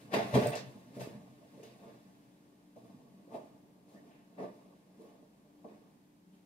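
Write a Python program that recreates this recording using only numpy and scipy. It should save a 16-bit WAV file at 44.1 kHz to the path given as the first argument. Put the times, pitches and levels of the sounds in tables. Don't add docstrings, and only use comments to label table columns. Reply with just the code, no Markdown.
import sys
import numpy as np
from scipy import signal
from scipy.fft import rfft, irfft
from scipy.io import wavfile
from scipy.ndimage import uniform_filter1d

SR = 44100
rng = np.random.default_rng(int(sys.argv[2]) if len(sys.argv) > 2 else 0)


def unload_wav(signal):
    wavfile.write(
        sys.argv[1],
        SR,
        np.round(np.clip(np.atleast_2d(signal).T, -1, 1) * 32767).astype(np.int16),
    )


N = 284577

# frequency in Hz, width in Hz, relative level in dB.
BOARD_MODES = [(129.8, 25, -2), (153.4, 10.3, -10), (185.2, 7.5, -1), (223, 46, 1), (277, 60, -1)]
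# frequency in Hz, width in Hz, relative level in dB.
FRAME_MODES = [(340.9, 37, -6), (442, 48, -2), (486, 44, -3), (591, 47, -3), (668, 41, -2.5),
               (820, 163, -3), (929, 30, -7.5), (1060, 314, -4.5), (1217, 200, -8)]
# frequency in Hz, relative density in dB per Hz.
RUSTLE_SPECTRUM = [(820, -6), (1400, -7), (1520, -4), (1940, -4), (2200, -7), (2540, -6), (3210, -13.5),
                   (3300, -10), (5500, -19), (7150, -29), (12100, -120)]
# frequency in Hz, relative density in dB per Hz.
GRIT_SPECTRUM = [(3200, -4), (5500, -5.5), (7500, -8.5), (9500, -8), (12000, -10), (15600, -15.5)]


def moving():
    boards_drive, frame_drive, rustle_drive, grit_drive = efforts()
    boards = boards_drive * evened(ring(slips(300, 2.02), BOARD_MODES))
    frame = frame_drive * evened(ring(slips(700, 2.8), FRAME_MODES))
    rustle = rustle_drive * evened(coloured(slips(5000, 4.5), RUSTLE_SPECTRUM))
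    grit = grit_drive * evened(coloured(slips(9000, 2.2), GRIT_SPECTRUM))
    return boards + frame + rustle + grit


# peak time in seconds, rise in seconds, hold in seconds,
# fade t60 in seconds, then the drives of boards, frame, rustle and grit in dB.
MOVES = [(0.142, 0.037, 0.0026, 0.076, -34.5, -29, -34, -44),
         (0.159, .02, 0.019, 0.42, -44, -37.5, -42, -53.5),
         (0.348, 0.047, 0.0054, 0.31, -38, -30.5, -37, -46.5), (0.409, .1, 0.077, 0.13, -46, -45, -50, -54),
         (0.519, .01, 0.054, 0.15, -55.5, -46, -48, -58), (0.957, 0.098, .01, .25, -52.5, -63, -67, -66),
         (1.009, 0.056, 0.005, 0.34, -52, -48.5, -55.5, -54), (1.132, .04, .005, 0.34, -62, -62, -71, -75),
         (1.636, 0.014, .004, 0.26, -62, -62, -65.5, -65), (1.827, 0.1, 0.08, 0.34, -64, -61.5, -72.5, -93),
         (2.762, 0.022, .01, 0.68, -63, -65.5, -84, -76.5),
         (2.85, 0.11, 0.037, 3.3, -59.5, -67.5, -82, -78.5),
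         (3.34, 0.081, 0.011, 0.28, -53.5, -48, -65.5, -68.5),
         (3.47, .04, 0.0045, 0.089, -66.5, -69, -85, -87),
         (3.89, 0.073, 0.056, 0.66, -76, -69.5, -95, -74.5), (3.947, 0.062, .005, 0.61, -60, -66, -80, -85),
         (4.065, 0.07, 0.033, .7, -63.5, -67, -78, -80.5), (4.398, 0.06, 0.043, 0.21, -49, -48, -64.5, -72),
         (5, 0.12, 0.064, 1, -62.5, -65, -79, -76.5), (5.648, 0.015, 0.0044, 0.083, -54, -51.5, -90, -83),
         (5.68, .03, 0.045, 0.52, -64.5, -65.5, -75.5, -84), (6.338, 0.033, .01, .5, -74, -95, -92, -82)]
# time in seconds, drive of the frame in dB, drive of the rustle in dB.
STIRRING = [(0, -68, -67.5), (.1, -61.5, -75), (.3, -56, -61), (.65, -64, -70), (.9, -65, -76.5),
            (1.2, -67, -76.5), (1.4, -71, -79), (1.6, -68, -74.5), (1.95, -70.5, -77.5), (2.15, -75, -81),
            (2.6, -79.5, -86.5), (3.2, -96, -91), (3.45, -69, -79), (3.7, -76, -99), (4.3, -76.5, -87),
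            (4.55, -68, -79), (4.9, -76.5, -85.5), (5.4, -78, -90.5), (5.9, -74, -87), (6.2, -100, -103),
            (6.45, -95, -100)]
RISE_DB = 34.5
STIR_BOARDS_DB, STIR_GRIT_DB = 3.5, 1
WAVER_DB, WAVER_S = 1.5, .02


def efforts():
    step_s = .001
    t = np.arange(0, N / SR + .002, step_s)
    s, frame_db, rustle_db = np.transpose(STIRRING)
    frame_db, rustle_db = np.interp(t, s, frame_db), np.interp(t, s, rustle_db)
    noise = rng.standard_normal((2, len(t)))
    wavers = [evened(uniform_filter1d(row, round(WAVER_S / step_s))) for row in noise]
    stirring_db = [frame_db + STIR_BOARDS_DB + WAVER_DB * wavers[0],
                   frame_db + WAVER_DB * wavers[1],
                   rustle_db,
                   rustle_db + STIR_GRIT_DB]
    power = gain_of(stirring_db) ** 2
    for peak, rise, hold, t60, *levels_db in MOVES:
        rise_db = RISE_DB * np.minimum(t - peak, 0) / rise
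        fade_db = -60 * np.maximum(t - peak - hold, 0) / t60
        shape_db = np.maximum(rise_db + fade_db, -200)
        power = power + gain_of(np.add.outer(levels_db, shape_db)) ** 2
    return [np.interp(np.arange(N) / SR, t, np.sqrt(row)) for row in power]


# start in seconds, drive in dB, shudder t60 in seconds, time until the rattle stops
# in seconds, pitch of the struck part in Hz, drive of the boards relative to the blow in dB.
BLOWS = [(0.137, -17.5, 0.19, 0.066, 867, -29), (0.185, -22, 0.12, 0.018, 770, -21),
         (0.348, -18, 0.18, 0.13, 636, 12.5), (0.362, -15, 0.13, 0.12, 540, -30),
         (0.406, -29.5, 0.34, 0.048, 598, -23), (0.453, -20.5, 0.055, 0.066, 563, -13),
         (0.523, -39.5, 0.33, 0.1, 590, -23), (0.963, -33.5, 0.056, 0.051, 510, -20),
         (0.975, -35, 0.16, 0.028, 440, 5), (1.009, -40, 0.32, 0.1, 430, -10),
         (1.571, -45.5, 0.33, 0.095, 410, -13), (1.624, -42.5, 0.085, 0.056, 480, -7),
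         (1.817, -50, 0.058, 0.056, 450, -3), (1.879, -55, 0.1, 0.05, 646, -12),
         (2.758, -42, 0.071, 0.04, 600, -26), (2.836, -52, .07, .03, 600, -20),
         (3.27, -38, 0.046, 0.046, 412, -8), (3.331, -30, 0.21, 0.056, 713, -21),
         (3.343, -28.5, 0.046, 0.039, 514, -13), (3.489, -53, 0.057, .03, 600, -13),
         (3.943, -49.5, 0.21, 0.054, 540, -4), (4.378, -36, 0.27, 0.023, 567, -22),
         (4.404, -28.5, 0.24, 0.04, 542, -5), (4.453, -34, 0.077, 0.045, 627, -9),
         (4.987, -39.5, 0.22, 0.085, 380, -14), (5.061, -50, .07, 0.027, 547, -15),
         (5.22, -50, 0.061, .03, 590, -15), (5.645, -45, 0.54, 0.17, 420, -14)]
JERK_DB = -19.5


def blows():
    frame, boards = np.zeros(N), np.zeros(N)
    t = np.arange(SR // 5) / SR
    part_t = t[:220]
    for s, db, t60, held, hz, thud_db in BLOWS:
        at = round(s * SR)
        jerk = 4 * rng.standard_normal(len(t)) * (rng.random(len(t)) < .06)
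        jerk[0] = 8
        decay_db = -60 * t / max(t60, .01)
        stop_db = -6300 * np.maximum(t - held, 0)
        shudder = jerk * gain_of(db + JERK_DB + decay_db + stop_db)
        part = signal.windows.hann(len(part_t)) * np.sin(2 * np.pi * hz * part_t)
        frame[at:at + len(t)] += np.convolve(shudder, part / 16)[:len(t)]
        boards[at:at + len(t)] += shudder * gain_of(thud_db)
    return ring(frame, FRAME_MODES) + ring(boards, BOARD_MODES)


# start in seconds, ring drive in dB, pitch in Hz, t60 in seconds.
TICKS = [(0.1404, -32.5, 2850, 0.012), (0.3509, -35, 3220, 0.022), (0.4714, -32.5, 8600, 0.0076),
         (0.488, -49, 9000, 0.009), (0.496, -48, 8800, 0.013), (0.504, -42, 8550, 0.009),
         (.535, -38.5, 2715, 0.039), (0.555, -36, 5460, 0.0039), (1.6322, -52.5, 2700, 0.0085),
         (1.6336, -55, 6440, 0.014), (5.02, -65, 10000, .01)]


def ticks():
    out, t = np.zeros(N), np.arange(600) / SR
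    for s, db, hz, t60 in TICKS:
        band = signal.butter(1, [0.87 * hz, 1.93 * hz], "band", fs=SR, output="sos")
        click = signal.sosfilt(band, rng.standard_normal(len(t))) * gain_of(-60 * t / 0.0049)
        tick = np.sin(2 * np.pi * hz * t) * gain_of(-60 * t / t60) + 1.5 * click
        out[round(s * SR):][:len(t)] += gain_of(db) * tick
    return out


# start in seconds, drive in dB, pitch in Hz, number of cycles.
THUMPS = [(0.137, -41, 121.6, 5.7), (0.329, -26.5, 120, 3.4), (0.461, -43, 126.5, 2.7),
          (0.642, -49.5, 128, 7), (0.989, -47, 122, 5.3), (1.072, -33, 265, 0.77), (1.145, -41.5, 176, 2)]


def thumps():
    out = np.zeros(N)
    for s, db, hz, cycles in THUMPS:
        turn = np.arange(0, cycles, hz / SR)
        arch = np.sin(np.pi * turn / cycles)
        out[round(s * SR):][:len(turn)] -= gain_of(db) * np.sin(2 * np.pi * turn) * arch
    return out


# start in seconds, length in seconds, drive in dB,
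# centre of the resonance in Hz, its width in Hz.
SCUFFS = [(0.551, 0.079, -49, 4740, 2500), (1.624, 0.17, -67, 3440, 2500), (3.951, 0.079, -70.5, 1820, 300),
          (4.1, 0.2, -73, 2210, 1300), (4.375, 0.15, -64.5, 1720, 796), (6.33, 0.11, -83, 3000, 1200)]


def scuffs():
    out, grit = np.zeros(N), slips(7400, 2.5)
    for s, length, db, hz, width in SCUFFS:
        at = round(s * SR)
        u = np.arange(0, 1, 1 / (length * SR))
        band = signal.butter(2, [hz - width / 2, hz + width / 2], "band", fs=SR, output="sos")
        rub = evened(signal.sosfilt(band, grit[at:at + len(u)]))
        out[at:at + len(u)] += gain_of(db) * rub * np.minimum(u / 0.041, 1) * (1 - u) ** 0.98
    return out


LEAVING_S, FAR_S, FAR_HZ = 2.3, 4.55, 143


def distance(x):
    far = signal.sosfiltfilt(signal.butter(2, FAR_HZ, "high", fs=SR, output="sos"), x)
    away = np.interp(np.arange(N) / SR, (LEAVING_S, FAR_S), (0, 1))
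    return (1 - away) * x + away * far


def room(x):
    x = signal.sosfilt(signal.butter(4, 100, "high", fs=SR, output="sos"), x)
    turn = 2 * np.pi * 9. * np.arange(N) / SR
    echoed = np.zeros((2, N))
    for k in range(3):
        share = np.cos(turn / 2 + k * np.pi / 3) ** 2
        echoed += signal.fftconvolve((x * share)[None], tails(), axes=1)[:, :N]
    a, b = echoed
    return ports(a, gain_of(2.0) * b) * gain_of([[-.3], [.3]])


# frequency in Hz, t60 in seconds.
ROOM_T60 = [(100, 0.53), (600, 0.34), (3000, 0.39), (12000, 0.14)]


def tails():
    taps = rng.choice([-1., 1.], (2, SR // 2)) * (rng.random((2, SR // 2)) < .05)
    taps[:, :150] = 0
    hz, t, bands = signal.stft(taps, SR, nperseg=256)
    t60 = np.maximum(read(ROOM_T60, hz), .03)[:, None]
    tail = signal.istft(bands * gain_of(-60 * t / t60), SR, nperseg=256)[1]
    tail *= gain_of(-6.0) / np.linalg.norm(tail[0])
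    tail[0, 0] += 1
    burst = rng.standard_normal(1500) * np.exp(-np.arange(1500) / 450)
    tail[1, :len(burst)] += burst / np.linalg.norm(burst)
    return tail / np.linalg.norm(tail, axis=1, keepdims=True)


# frequency in Hz, correlation from -1 to 1 without a unit.
LIKENESS = [(60, 0.95), (250, 0.87), (600, 0.33), (950, 0.3), (1330, -0.79), (1700, -0.0058), (2300, 0.15),
            (4000, 0.21), (12000, -0.061)]
PORT_LEAD = 3


def ports(a, b):
    same = np.clip(read(LIKENESS, np.fft.rfftfreq(N, 1 / SR)), -1, 1)
    right = irfft(same * rfft(a) + np.sqrt(1 - same ** 2) * rfft(b), N)
    return np.array([np.roll(a, -PORT_LEAD), right])


# frequency in Hz, relative density in dB per Hz.
AIR_SPECTRUM = [(15, -48), (25, -10.5), (53, -46), (183, 3), (290, -3.5), (369, -6), (483, -12.5),
                (584, -15), (785, -16), (851, -14.5), (1310, -22), (1860, -24), (6410, -30), (14400, -32.5),
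                (15600, -38)]
# frequency in Hz, width of the wavering in Hz, level in dB.
HUM = [(48.7, 15, -88.5), (101, 12, -85), (154, 9.3, -78), (184.6, 3.2, -71), (235, 5.4, -85.5),
       (294.8, 2.1, -67.5), (558, 2.5, -81.5)]
AIR_DB = -66


def air():
    t = np.arange(N) / SR
    swell = evened(sum(np.sin(2 * np.pi * (f * t + rng.random())) / np.sqrt(f) for f in np.geomspace(.5, 12, 20)))
    level = gain_of(AIR_DB + .5 * swell - 0.12 * (t - 5.0))
    a, b = (level * evened(coloured(rng.standard_normal(N), AIR_SPECTRUM)) for _ in range(2))
    for hz, width, db in HUM:
        noise = rng.standard_normal(N) + 1j * rng.standard_normal(N)
        waver = signal.lfilter([1], [1, -np.exp(-np.pi * width / SR)], noise)
        tone = (1 + 0.77 * waver / np.std(waver)) * np.exp(2j * np.pi * hz * t)
        a += gain_of(db) * evened(tone.real)
    return ports(a, b)


def slips(per_s, spread_db):
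    size = gain_of(spread_db * np.minimum(rng.exponential(1, N), 4)) * rng.choice([-1., 1.], N)
    return evened(size * (rng.random(N) < per_s / SR))


def ring(x, modes):
    t = np.arange(SR // 8) / SR
    body = np.zeros(len(t))
    for k, (hz, width, db) in enumerate(modes):
        decay = np.exp(-np.pi * width * t)
        body += (-1) ** k * gain_of(db) * np.sqrt(width) * decay * np.sin(2 * np.pi * hz * t)
    return signal.oaconvolve(x, body / np.linalg.norm(body))[:N]


def coloured(x, points):
    return irfft(rfft(x) * gain_of(read(points, np.fft.rfftfreq(N, 1 / SR))), N)


def read(points, hz):
    f, value = np.transpose(points)
    return np.interp(np.log(hz + 1), np.log(f + 1), value)


def evened(x):
    return x / np.sqrt(np.mean(x ** 2) + 1e-20)


def gain_of(db):
    return 10 ** (np.asarray(db) / 20)


def scene():
    sources = moving() + blows() + ticks() + thumps() + scuffs()
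    return room(distance(sources)) + air()


def record(dry):
    thin = signal.sosfilt(signal.butter(2, 25, "high", fs=SR, output="sos"), dry)
    low_pass = signal.firwin(1023, 15750, window=("kaiser", 9), fs=SR)
    cut = signal.oaconvolve(thin, low_pass[None], "same")
    return cut + gain_of(-106) * rng.standard_normal(dry.shape)


dry = scene()
out = record(dry)
unload_wav(out)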